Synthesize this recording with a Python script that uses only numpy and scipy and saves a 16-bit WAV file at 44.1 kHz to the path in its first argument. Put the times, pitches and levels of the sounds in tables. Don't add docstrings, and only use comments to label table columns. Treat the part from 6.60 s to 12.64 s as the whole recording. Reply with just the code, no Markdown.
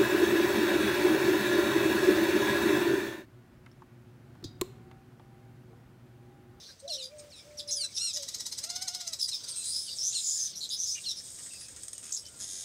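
import sys
import numpy as np
from scipy import signal
from scipy.fft import rfft, irfft, next_fast_len
from scipy.io import wavfile
from scipy.ndimage import uniform_filter1d

SR = 44100
rng = np.random.default_rng(int(sys.argv[2]) if len(sys.argv) > 2 else 0)


def linear_from_db(decibels):
    return 10 ** (np.asarray(decibels, float) / 20)


def pcm_store(signal):
    levels = np.round(np.clip(np.atleast_2d(signal), -1, 1) * 32767)
    wavfile.write(sys.argv[1], SR, levels.astype(np.int16).T)


N = 266364


def unit(x):
    return x / np.sqrt(np.mean(x ** 2) + 1e-20)


def colour(x, points):
    size = next_fast_len(N + 4096)
    hz, level_db = np.transpose(points)
    bins_hz = np.arange(size // 2 + 1) * SR / size
    log_gain = np.interp(np.log(bins_hz + 1), np.log(hz), level_db) * np.log(10) / 20
    cepstrum = irfft(log_gain, size)
    cepstrum[1:size // 2] *= 2
    cepstrum[size // 2 + 1:] = 0
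    return irfft(rfft(x, size) * np.exp(rfft(cepstrum)), size)[:N]


def wobble(size, hz):
    sos = signal.butter(2, hz, fs=SR, output="sos")
    return unit(signal.sosfilt(sos, rng.standard_normal(size + 2000))[2000:])


def shaken(phase, rough, real_hz, imag_hz):
    size = len(phase)
    shake = rough * (wobble(size, real_hz) + 1j * wobble(size, imag_hz))
    return np.real((1 + shake) * np.exp(1j * phase))


def grit(per_s, spread_db):
    sizes = linear_from_db(spread_db * np.minimum(rng.exponential(1, N), 4)) * rng.choice([-1, 1], N)
    sparse = sizes * (rng.random(N) < per_s / SR)
    return unit(unit(sparse) + 0.85 * rng.standard_normal(N))


def unroll(rows):
    s, pitch, *levels = np.transpose(rows)
    t = np.arange(round(s[0] * SR), min(N, round(s[-1] * SR))) / SR
    ends = np.clip(np.minimum(t - s[0], s[-1] - t) / 0.0013, 0, 1)
    phase = 2 * np.pi * np.cumsum(np.interp(t, s, pitch)) / SR
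    gains = [linear_from_db(np.interp(t, s, column)) for column in levels]
    return round(s[0] * SR), np.sqrt(2) * ends, phase, gains


def add(out, start, x):
    out[start:start + len(x)] += x[:N - start]


def effort(start, length, level_db, shape):
    attack, rise_db, held, fall_db = shape
    top = min(attack, 0.5 * length)
    release = max(np.clip(held, 0, .95) * length, top + .001)
    s = start + np.array([0, top, release, length])
    return s, level_db - np.array([rise_db, 0, 0, fall_db])


def glides(table, shape, octave_db, bend=1):
    out = []
    for start, length, first_hz, last_hz, level_db in table:
        share = np.linspace(0, 1, 16)
        s = start + length * share
        db = np.interp(s, *effort(start, length, level_db, shape))
        moved = share ** bend if bend >= 1 else 1 - (1 - share) ** (1 / bend)
        out.append(np.column_stack([s, first_hz + (last_hz - first_hz) * moved, db, db + octave_db]))
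    return out


# f/Hz, level/dB
AIR_SPECTRUM = [(20, -40), (40, -16), (80, 1), (110, 0.5), (160, -5), (400, -9.5), (550, -9), (850, -17.5),
                (1700, -17.5), (3000, -19.5), (8400, -20.5), (12000, -33.5), (15800, -27.5)]


def traffic_air(near):
    air = linear_from_db(-59 + 1.3 * wobble(N, 6.0)) * unit(colour(rng.standard_normal(N), AIR_SPECTRUM))
    loudness = uniform_filter1d(np.abs(near), size=6000, origin=2000)
    return air / (1 + loudness / 0.04)


# t/s, level/dB
FLOCK_LEVEL = [(0, -56), (.18, -67), (.5, -73), (.95, -67), (1.55, -46.5), (2.0, -54), (2.5, -49),
               (2.58, -85), (2.8, -47.5), (3.86, -49.5), (3.93, -51.5), (4.05, -54), (4.54, -50.5),
               (4.63, -53), (5.1, -58.5), (5.6, -57.5), (5.77, -62.5), (6.04, -52)]
# f/Hz, level/dB per Hz
CHORUS_SPECTRUM = [(1500, -57.5), (2300, -2), (2900, -4), (3700, 9.5), (5000, 11.5), (6300, 15),
                   (8000, -48), (12000, -13.5)]
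# f/Hz, level/dB per Hz
WHEEZE_SPECTRUM = [(4000, -22), (6500, 1), (8300, 8.5), (10500, -8), (12500, -17), (14500, -16),
                   (15800, -34)]
# t/s, length/s, level/dB
WHEEZE_PHRASES = [(0.567, 1.7, -75), (1.183, 2.24, -59.5), (2.557, 0.38, -61), (2.867, 0.45, -45),
                  (3.193, 0.3, -51), (3.483, 0.44, -46), (3.93, 0.17, -53), (4.173, 0.35, -49),
                  (4.488, 0.65, -48.5), (5.033, 0.73, -51), (5.662, 0.63, -51.5)]


def flock():
    t = np.arange(N) / SR
    wheeze = np.full(N, linear_from_db(-85))
    for phrase in WHEEZE_PHRASES:
        s, db = effort(*phrase, (0.14, 25, 0.66, 8.4))
        wheeze += linear_from_db(np.interp(t, s, db, left=-120, right=-120))
    wheeze = uniform_filter1d(wheeze, size=1500)
    chorus_db = np.interp(t, *np.transpose(FLOCK_LEVEL)) + 2.5 * wobble(N, 14.0)
    low = unit(colour(grit(4000.0, 3.0), CHORUS_SPECTRUM)) * linear_from_db(chorus_db)
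    high = unit(colour(grit(4000.0, 1.1), WHEEZE_SPECTRUM)) * wheeze * linear_from_db(1.8 * wobble(N, 17.0))
    return low + high


# t/s, f/Hz, level/dB
CROW_PITCH = [
    (1.98, 493, -75),
    (1.986, 493, -69),
    (2.088, 702, -56.5),
    (2.268, 758, -55.5),
    (2.29, 706, -57),
    (2.386, 738, -59.5),
    (2.542, 634, -62.5),
    (2.59, 501, -86),
]
# multiple, level/dB
CROW_HARMONICS = [(1, -0.5), (2, -5), (3, -7.5), (4, -6.5), (5, -4.5), (6, -2)]


def cock():
    out = np.zeros(N)
    start, ends, phase, (g,) = unroll(CROW_PITCH)
    phase = phase + 2 * np.pi * np.cumsum(9.0 * wobble(len(g), 25.0)) / SR
    for k, level_db in CROW_HARMONICS:
        hoarse = 1 + 0.18 * wobble(len(g), 40.0)
        add(out, start, ends * g * linear_from_db(level_db) * hoarse * np.sin(round(k) * phase))
    return out


# t/s, f/Hz, level/dB, length/s
CHIP_NOTES = [(0.088, 1610, -62, 0.023), (0.513, 2370, -69, 0.03), (0.595, 2320, -66, 0.024),
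              (0.715, 2310, -69, 0.014), (0.797, 2320, -67.5, 0.039), (0.905, 2310, -66.5, 0.026),
              (1.085, 2200, -67, 0.039), (1.192, 2250, -67, 0.074), (1.236, 1633, -58.5, 0.034),
              (1.287, 2270, -65.5, 0.044), (2.957, 2630, -62.5, 0.077), (2.719, 995, -74, 0.26),
              (2.802, 1405, -69, 0.2), (3.519, 2690, -64, 0.12), (3.757, 1715, -68, 0.143),
              (.372, 3000, -56.5, 0.05), (4.349, 2420, -57, 0.063), (4.602, 1810, -63.5, .016),
              (4.906, 2660, -60.5, 0.07), (5.003, 2570, -67.5, 0.1), (5.148, 2600, -76, .04),
              (5.346, 2950, -68, 0.064), (5.49, 3200, -64, .03), (5.69, 1400, -71, 0.13),
              (5.796, 1660, -67, 0.045)]


def chips():
    out = np.zeros(N)
    for s, hz, level_db, length in CHIP_NOTES:
        rows = [(s, hz * 1.015, level_db), (s + length, hz / 1.015, level_db - 3)]
        start, ends, phase, (g,) = unroll(rows)
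        add(out, start, ends * g * shaken(phase, .65, 160.0, 140.0))
    return out


# t/s, length/s, top f/Hz, last f/Hz, level/dB
COO_NOTES = [
    (0.224, 0.058, 567, 559, -44.5),
    (0.254, 0.12, 705, 578, -46.5),
    (0.324, 0.17, 536, 516, -51.5),
    (0.495, 0.22, 607, 587, -50.5),
    (0.842, 0.436, 599, 577, -54),
    (1.536, 0.13, 607, 549, -52.5),
]


def dove():
    out = np.zeros(N)
    for start_s, length, top_hz, last_hz, level_db in COO_NOTES:
        s, db = effort(start_s, length, level_db, (.04, 12.0, .55, 8.0))
        pitch = [.92 * top_hz, top_hz, top_hz + 0.81 * (last_hz - top_hz), last_hz]
        start, ends, phase, (g,) = unroll(np.column_stack([s, pitch, db]))
        add(out, start, ends * g * linear_from_db(1.2 * wobble(len(g), 12.0)) * np.sin(phase))
    return out


def garden(x):
    t60_s, echo_db = 0.14, -4.5
    t = np.arange(round(.3 * SR)) / SR
    tail = rng.standard_normal(len(t)) * linear_from_db(-60 * t / t60_s) * np.minimum(t / .006, 1)
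    return linear_from_db(echo_db) * signal.fftconvolve(x, unit(tail) / np.sqrt(len(t)))[:N]


# delay t/s, gain
EARLY_REFLECTIONS = [(.0006, .4), (.0031, .3)]


def bounce(x):
    return x + sum(gain * np.r_[np.zeros(round(s * SR)), x][:N] for s, gain in EARLY_REFLECTIONS)


# f/Hz, level/dB
MICROPHONE_RESPONSE = [(500, -5), (11000, 4.5), (12600, -16), (15800, -1)]


def microphone(x):
    return colour(x, MICROPHONE_RESPONSE)


# f/Hz, level/dB per Hz
SNAP_SPECTRUM = [(800, -16.5), (1400, -22), (2600, -12), (3000, -16), (3700, -2.5), (4400, -5.5),
                 (5300, -2), (6400, 7), (8400, -5.5), (9400, 1), (10700, -8.5), (12300, -22), (15800, -39)]


def snaps(train):
    snap = colour(1.0 * (np.arange(N) == 0), SNAP_SPECTRUM)[:2000]
    return signal.fftconvolve(train, snap / np.max(np.abs(snap)))[:N]


def dying_noise(starts, spectrum):
    decay = signal.lfilter([1], [1, -np.exp(-1 / (.012 * SR))], starts + 1e-18)
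    return decay * unit(colour(rng.standard_normal(N), spectrum))


def resonance(x, hz, t60_s):
    r, w = linear_from_db(-60 / (t60_s * SR)), 2 * np.pi * hz / SR
    return signal.lfilter([0, np.sin(w)], [1, -2 * r * np.cos(w), r * r], x + 1e-18)


# f/Hz, level/dB
THROAT_TONES = [(1400, -26.5), (2600, -15.5)]


def throat_knock(x):
    return sum(linear_from_db(level_db) * resonance(x, hz, 0.013) for hz, level_db in THROAT_TONES)


# f/Hz, level/dB per Hz
SCRAPE_SPECTRUM = [(800, -18), (1400, -10.5), (2500, -7), (3200, -10), (5000, -6), (6600, 0.5), (8400, 5),
                   (10500, -12), (12500, -27), (15800, -34)]
# t/s, peak level/dB, rasp level/dB
BILL_TICKS = [(4.0944, -41, -61), (4.7874, -42, -42.5), (4.8612, -48, -41.5), (4.934, -35, -43),
              (5.0104, -47, -43.5), (5.084, -36, -44), (5.1632, -44, -42.5), (5.234, -28, -51),
              (5.282, -26, -49), (5.3317, -26, -66), (5.38, -28.5, -50), (5.526, -36, -60)]


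def bill_ticks():
    train, bell, scrape = np.zeros((3, N))
    for s, peak_db, rasp_db in BILL_TICKS:
        train[round(s * SR)] += linear_from_db(peak_db + 1.0)
        bell[round((s + .0015) * SR)] = linear_from_db(peak_db - 3.5)
        scrape[round(s * SR)] = linear_from_db(rasp_db)
    ringing = resonance(bell, 8400, 0.011) + throat_knock(.3 * bell)
    return snaps(train) + ringing + dying_noise(scrape, SCRAPE_SPECTRUM)


# first t/s, clicks, first gap/s, gap growth, peak level/dB
SIZZLE_TRAINS = [
    (5.4297, 7, .0121, 1.025, -32),
    (5.7915, 2, .006, 1, -34),
    (5.8026, 9, .00455, 1.03, -27),
    (5.8522, 3, .0093, 1.05, -31),
    (5.8812, 15, .01035, 1.0088, -27),
]


def sizzle():
    train, hiss, scrape, knock = np.zeros((4, N))
    for first, count, gap, growth, peak_db in SIZZLE_TRAINS:
        s = first + np.cumsum(np.r_[0, gap * growth ** np.arange(count - 1)])
        at = (s * SR).astype(int)
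        train[at] = linear_from_db(peak_db + 1.0 + rng.normal(0, 1, count))
        if count > 10:
            train[((s - .0025) * SR).astype(int)] = linear_from_db(peak_db - 1 + rng.normal(0, 1, count))
        if gap > .012:
            knock[at] = linear_from_db(peak_db)
            scrape[at] = linear_from_db(peak_db - 20.5)
        hiss[at] = linear_from_db(peak_db - 23.0)
    friction = dying_noise(scrape, SCRAPE_SPECTRUM) + dying_noise(hiss, SNAP_SPECTRUM)
    return snaps(train) + throat_knock(knock) + friction


# f/Hz, level/dB per Hz
RASP_SPECTRUM = [(2500, -37.5), (3600, 5), (5500, 6), (8400, 5.5), (10800, 2.5), (12500, -13), (14800, -4),
                 (15800, -81)]


def rasp(voice, level_db):
    flow = uniform_filter1d(np.abs(voice), size=70)
    return linear_from_db(level_db) * flow * unit(colour(grit(6500.0, 2.3), RASP_SPECTRUM))


def pulsed_tones(table, depth, rough, lift_db, third_db):
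    pulses_per_s, weak_pulse_db, swing_hz = 330.0, -4.5, 680.0
    out = np.zeros(N)
    for rows in table:
        start, ends, phase, (main, octave) = unroll(rows)
        beat = np.cumsum(pulses_per_s * linear_from_db(.7 * wobble(len(phase), 27.0))) / SR
        pulse = beat.astype(int)
        luck = rng.standard_normal((400, 2))[pulse % 400]
        size = linear_from_db(weak_pulse_db * (pulse % 2) + 1.5 * luck[:, 0])
        gate = 1 - depth + depth * unit(size * np.sin(np.pi * beat) ** 2)
        swoop = swing_hz / pulses_per_s * np.sin(np.pi * beat) + .35 * luck[:, 1]
        phase = phase + depth * swoop
        for k, g in enumerate([main, octave, linear_from_db(third_db) * main], 1):
            add(out, start, linear_from_db(lift_db) * ends * gate * g * shaken(k * phase, rough, 620.0, 970.0))
    return out


# t/s, length/s, first f/Hz, last f/Hz, level/dB
PLUNGES = [
    (.972, 0.033, 5810, 3390, -53.5),
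    (1.347, 0.035, 5430, 4190, -52.5),
    (4.355, 0.038, 2875, 2730, -57),
]
# t/s, length/s, first f/Hz, last f/Hz, level/dB
DROPS = [
    (1.075, .034, 6000, 5030, -51),
    (1.081, 0.036, 4400, 4100, -56.5),
    (1.366, .022, 4600, 3650, -52),
    (2.586, .026, 4100, 3950, -58),
    (2.587, .022, 7400, 7250, -62),
    (2.588, .024, 6100, 5900, -56),
    (2.589, .014, 8100, 8000, -62),
    (4.552, 0.045, 6400, 5050, -59),
    (5.631, .059, 3100, 3060, -71),
]
# t/s, length/s, first f/Hz, last f/Hz, level/dB
QUICK_FLICKS = [(1.108, .006, 5000, 7600, -50), (1.783, .008, 7900, 6400, -60),
                (2.908, .014, 9600, 8400, -56), (3.35, .036, 9100, 5000, -59),
                (2.833, .02, 4950, 4600, -58), (2.882, .018, 5000, 4700, -57),
                (2.883, .02, 9900, 9300, -59), (2.91, .025, 4900, 4500, -59),
                (3.991, .005, 6400, 7800, -61), (4.09, .005, 5700, 6900, -51),
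                (5.521, .008, 4800, 8060, -43), (5.545, .006, 5800, 7700, -47)]


def whistles():
    shape, octave_db = (0.03, 8, 1.4, 2.6), -13
    table = glides(PLUNGES, shape, octave_db, bend=2.5) + glides(DROPS, shape, octave_db, bend=.17)
    table += glides(QUICK_FLICKS, shape, octave_db)
    return pulsed_tones(table, depth=0.075, rough=0.34, lift_db=11.0, third_db=-27.0)


# t/s, f/Hz, level/dB, octave level/dB
SWELL_NOTES = [
    [(2.588, 5350, -50, -64), (2.612, 5230, -35.5, -55), (2.63, 5050, -31, -50), (2.655, 4830, -38.5, -54),
     (2.676, 4860, -54, -66)],
    [(2.92, 4200, -58, -64), (2.96, 4050, -55, -49), (3.0, 4050, -53, -52), (3.05, 4010, -49, -66),
     (3.12, 4180, -50, -69)],
    [(3.03, 4860, -55, -74), (3.12, 4930, -41.5, -52), (3.16, 5065, -37, -49), (3.21, 5136, -42, -51),
     (3.27, 4950, -59, -53)],
]


def swells():
    throb = 1 + .45 * np.sin(2 * np.pi * np.cumsum(78.0 * linear_from_db(wobble(N, 15.0))) / SR)
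    return throb * pulsed_tones(SWELL_NOTES, depth=.45, rough=.3, lift_db=0, third_db=-22.0)


# t/s, length/s, low f/Hz, first swing f/Hz, turns per s, level/dB
WARBLE_NOTES = [
    (.424, .042, 4750, 250, 33, -47),
    (1.531, .036, 5200, 2100, 84, -39),
    (4.2625, .062, 4950, 2600, 113, -41),
    (5.564, .018, 4700, 1300, 55, -41),
    (5.654, .018, 4500, 1800, 55, -50),
]


def warbles():
    out = np.zeros(N)
    for start, length, low_hz, swing_hz, rate, level_db in WARBLE_NOTES:
        t = np.linspace(0, length, 200)
        swing = swing_hz * .58 ** (t / length)
        pitch = low_hz + swing * np.sin(np.pi * rate * t) ** 2
        db = np.interp(start + t, *effort(start, length, level_db, (0.0069, 3.8, 0.2, 3.5)))
        first, ends, phase, (g,) = unroll(np.column_stack([start + t, pitch, db]))
        throb = 1 + .8 * np.sin(4 * np.pi * rate * np.arange(len(g)) / SR)
        shake = .35 * (wobble(len(g), 500.0) + 1j * wobble(len(g), 810.0))
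        tone = np.exp(1j * phase) + linear_from_db(-18.0) * np.exp(2j * phase)
        add(out, first, ends * g * throb * np.real((1 + shake) * tone))
    return out


# t/s, length/s, first f/Hz, last
# f/Hz, level/dB
THIN_BUZZES = [(.322, 0.047, 5370, 5730, -49), (.415, 0.03, 5000, 4800, -59),
               (.755, 0.076, 5450, 5150, -66), (.756, .04, 9000, 8800, -72), (.988, .03, 5100, 4800, -56),
               (1.108, 0.035, 5600, 5500, -44), (1.109, .048, 6450, 6050, -44),
               (1.11, .02, 8000, 7600, -56), (1.23, 0.038, 5680, 5900, -54), (1.365, 0.03, 5550, 5660, -45),
               (2.73, 0.042, 5340, 5050, -46), (2.96, .052, 8500, 8400, -50), (3.03, .11, 7700, 8800, -53),
               (3.04, .1, 8700, 9800, -51), (3.28, 0.075, 4770, 4780, -51.5),
               (3.281, 0.071, 3755, 3800, -58.5), (3.36, .03, 8200, 8200, -57),
               (3.385, 0.073, 5400, 5500, -45.5), (3.43, 0.085, 5980, 6260, -42.5),
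               (3.45, 0.16, 7060, 6990, -50.5), (3.525, 0.11, 8430, 8550, -53),
               (3.643, .095, 7050, 6850, -42.5), (3.775, 0.115, 6420, 6070, -45),
               (4.006, 0.059, 4230, 3890, -46.5), (4.1, 0.064, 3770, 3660, -49),
               (4.164, .032, 6250, 6050, -53), (4.258, .066, 5150, 5350, -49),
               (4.188, 0.078, 5900, 6310, -43.5), (4.305, 0.06, 5800, 6340, -45.5),
               (4.484, 0.045, 5500, 5600, -46.5), (4.57, 0.04, 5500, 5350, -55),
               (4.82, .06, 8000, 8200, -60), (4.995, .06, 10100, 10000, -63),
               (5.524, 0.05, 6500, 6600, -48.5), (5.525, .035, 7600, 7400, -53),
               (0, 0.025, 5700, 5400, -67), (0, .05, 3900, 3520, -66), (0.037, 0.059, 4200, 4460, -63),
                    (0.064, 0.044, 5800, 5500, -66), (0.083, .04, 4000, 3940, -63.5),
                    (.1, 0.035, 4700, 4970, -66), (0.194, 0.023, 8500, 8450, -70.5),
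                    (0.32, 0.046, 3950, 3835, -53), (.41, 0.071, 3900, 3650, -59.5),
                    (0.417, .042, 6600, 6400, -63.5), (.582, 0.031, 6600, 6450, -68),
                    (.583, 0.03, 8500, 8460, -65), (2.677, .024, 8300, 8270, -51.5),
                    (2.881, 0.066, 8500, 8400, -55.5), (3.567, 0.0423, 4000, 3810, -49),
                    (3.59, 0.076, 7000, 7100, -49), (3.664, 0.081, 6300, 6210, -49),
                    (3.721, 0.07, 7020, 6900, -45.5), (3.99, 0.088, 7000, 7600, -61.5),
                    (4.096, .013, 6700, 6560, -52), (4.485, 0.041, 3850, 3750, -55)]
# t/s, length/s, first f/Hz, last f/Hz, level/dB
RICH_BUZZES = [
    (.77, .045, 3700, 3600, -68),
    (.991, 0.025, 3900, 3500, -52),
    (3.621, 0.28, 5170, 5125, -51.5),
    (3.955, 0.04, 5600, 5990, -50.5),
    (4.106, 0.055, 4850, 5030, -46),
    (4.921, .149, 5000, 5030, -62),
    (5.575, 0.025, 5400, 5200, -54),
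]


def buzzes():
    shape = (0.039, 2.7, 0.75, 13.3)
    table = glides(THIN_BUZZES, shape, octave_db=-30.0)
    table += glides(RICH_BUZZES, shape, octave_db=-13.0)
    pulsed = pulsed_tones(table, depth=.87, rough=.22, lift_db=8.0, third_db=-18.0)
    bill = signal.butter(8, 3150.0, "high", fs=SR, output="sos")
    return signal.sosfilt(bill, pulsed + swells() + warbles())


# f/Hz, level/dB
THROAT_RESPONSE = [(2300, -56), (2800, -16), (3600, -5), (4200, 2.5), (4800, -6), (5400, -12), (6200, -3),
                   (7000, -14), (8400, -11.5)]


def voiced(s, pitch, level_db, bright_db):
    hz, db = np.transpose(THROAT_RESPONSE)
    heard = []
    for k in (2, 3, 4, 6):
        passed_db = np.interp(np.log(k * pitch), np.log(hz), db)
        heard.append(level_db + passed_db + bright_db * np.log2(max(k, 3) / 3))
    return np.column_stack([s, pitch, *heard])


# t/s, length/s, first f/Hz, level/dB, brightness/dB per octave
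HOOK_NOTES = [
    (0.277, 0.098, 2058, -43.5, -6),
    (3.525, 0.085, 2086, -42, 3),
    (4.437, 0.095, 1950, -42, -11),
]


def hooks():
    drop_s, knee_hz, sag_hz_per_s = 0.0165, 1500.0, 3000.0
    out = []
    for start, length, hz, level_db, bright_db in HOOK_NOTES:
        t = np.linspace(0, length, 60)
        pitch = knee_hz - sag_hz_per_s * t + (hz - knee_hz) * np.exp(-(t / drop_s) ** 2.2)
        haste = np.abs(np.gradient(pitch, t)) * drop_s / (hz - knee_hz)
        clear = uniform_filter1d(1. * (t > .024) * (t < .046), size=3)
        db = np.interp(start + t, *effort(start, length, level_db, (0.0056, 11, 1.8, 2.8)))
        db = db - 1.0 * haste + 5.0 * clear
        hoarse_db = 8.0 + (-9.0 - 8.0) * clear
        rows = voiced(start + t, pitch, db, bright_db - 12.0 * (t < .024))
        out.append(np.column_stack([rows, hoarse_db]))
    return out


# t/s, length/s, first f/Hz, level/dB, brightness/dB per octave
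SLIDE_NOTES = [
    (3.912, 0.06, 1685, -54, -11),
]


def slides():
    out = []
    for start, length, hz, level_db, bright_db in SLIDE_NOTES:
        t = np.linspace(0, length, 60)
        db = np.interp(start + t, *effort(start, length, level_db, (0.014, 12, 0.68, 0.76)))
        rows = voiced(start + t, hz * .75 ** ((t / length) ** 0.88), db, bright_db)
        out.append(np.column_stack([rows, 20 * np.log10(np.linspace(.5, 2.0, len(t)))]))
    return out


# t/s, f/Hz, level/dB
TUNE_NOTES = [
    [(.383, 1474, -49), (.398, 1357, -44), (.424, 1222, -47), (.443, 1170, -50)],
    [(.702, 1950, -62), (.712, 1800, -61), (.722, 1500, -59), (.733, 1350, -56), (.75, 1300, -57),
     (.77, 1250, -61), (.8, 1200, -57)],
    [(1.152, 1780, -46), (1.172, 1680, -36.5), (1.196, 1550, -41), (1.206, 1577, -39), (1.216, 1485, -32.5),
     (1.232, 1380, -41), (1.245, 1356, -33.5), (1.267, 1295, -45.5)],
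    [(1.39, 1288, -49), (1.419, 1395, -40.5), (1.455, 1415, -40.5), (1.491, 1333, -42.5),
     (1.519, 1225, -48)],
    [(2.713, 1480, -41), (2.725, 1340, -40), (2.738, 1240, -40), (2.762, 1215, -48)],
    [(3.263, 1680, -52), (3.275, 1530, -54.5), (3.297, 1430, -45)],
]
# level/dB of partials 2, 3, 4 and 6, hoarseness/dB
TUNE_PARTIALS = [(-16, 0, -14, -14, 2), (-9, 0, -12, -14, 4), (-18, 0, -13, -9, -3), (-11.0, 1, 2, -2.5, 0),
                 (-20, 0, -10, -20, 3), (-3, 0, -16, -16, 0)]


def tunes():
    out = []
    for tune, (*partials_db, hoarse_db) in zip(TUNE_NOTES, TUNE_PARTIALS):
        out.append([(s, hz, *(db + np.array(partials_db)), hoarse_db) for s, hz, db in tune])
    return out


def chirps():
    side, edge = linear_from_db(-8.0), linear_from_db(-14.0)
    out = np.zeros(N)
    for rows in hooks() + slides() + tunes():
        start, ends, phase, (g2, g3, g4, g6, hoarse) = unroll(rows)
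        g1 = edge * np.minimum(g2, g2[len(g2) // 2])
        g5 = side * np.sqrt(g4 * g6)
        g7 = side ** 2 * g6
        for k, g in enumerate([g1, g2, g3, g4, g5, g6, g7, g7], 1):
            add(out, start, ends * g * shaken(k * phase, .32 * hoarse * np.sqrt(k / 4), 270.0, 230.0))
    return out


# t/s, peak level/dB
CHATTER_SYLLABLES = [(0.196, -46.5), (0.591, -44), (1.566, -27), (1.6267, -28), (1.683, -26),
                     (1.743, -25.5), (1.801, -25.5), (1.86, -24.5), (1.92, -26), (1.9805, -24),
                     (2.0367, -23.5), (2.097, -24.5), (2.156, -25), (2.218, -24.5), (2.2777, -24),
                     (2.343, -25.5), (2.406, -27), (2.4715, -26), (2.5294, -25.5), (2.684, -26),
                     (2.837, -34), (2.886, -31.5)]
# f/Hz, level/dB per Hz
CHATTER_SPECTRUM = [(470, -85), (800, -9), (1800, -19.5), (2010, -18), (2340, -10), (3360, -12), (3900, -1),
                    (4210, 5), (5200, 6.5), (7660, 0.5), (9120, -8.5), (10300, -11.5), (12800, -12.5),
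                    (15800, -26)]


def chatter():
    rise_s, fall_s, repeat_s = 0.013, 0.0032, 0.0057
    t = np.arange(round(.06 * SR)) / SR
    spike = np.minimum(t / rise_s, 1) ** 2.2 * np.exp(-np.maximum(t - rise_s, 0) / fall_s)
    shape = spike + .19 * np.interp(t - repeat_s, t, spike, left=0)
    lead = np.sin(np.pi * np.minimum(t / 0.018, 1))
    env, voice = np.zeros((2, N))
    for s, peak_db in CHATTER_SYLLABLES:
        add(env, round((s - .006) * SR), linear_from_db(peak_db - 6.0) * shape)
        add(voice, round((s - .0096) * SR), linear_from_db(peak_db - 14.5) * lead)
    phase = 2 * np.pi * np.cumsum(2001.0 * linear_from_db(.25 * wobble(N, 30.0))) / SR
    stack = sum(shaken(k * phase, .5, 120.0, 120.0) for k in range(1, 6))
    harsh = .3 * unit(stack) + grit(3000.0, 3.5)
    nasal = unit(colour(stack, CHATTER_SPECTRUM))
    return voice * nasal + env * unit(colour(harsh, CHATTER_SPECTRUM))


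def scene():
    nasal, buzzing = chirps(), buzzes()
    tuneful = microphone(nasal + whistles())
    harsh = rasp(nasal, level_db=-14.0) + rasp(buzzing, level_db=-9.5)
    harsh += bill_ticks() + sizzle() + chatter()
    near = tuneful + microphone(buzzing) + bounce(harsh)
    echo = garden(near - .5 * tuneful)
    far = dove() + cock() + chips() + bounce(flock())
    mono = near + echo + far + traffic_air(near)
    return np.array([mono, mono])


def top_cut(x):
    return signal.sosfilt(signal.butter(12, 16460, fs=SR, output="sos"), x)


def record(dry):
    steep = signal.cheby2(20, 60, 15750 + 300, fs=SR, output="sos")
    finished = signal.sosfilt(steep, dry)
    return top_cut(finished)


dry = scene()
out = record(dry)
pcm_store(out)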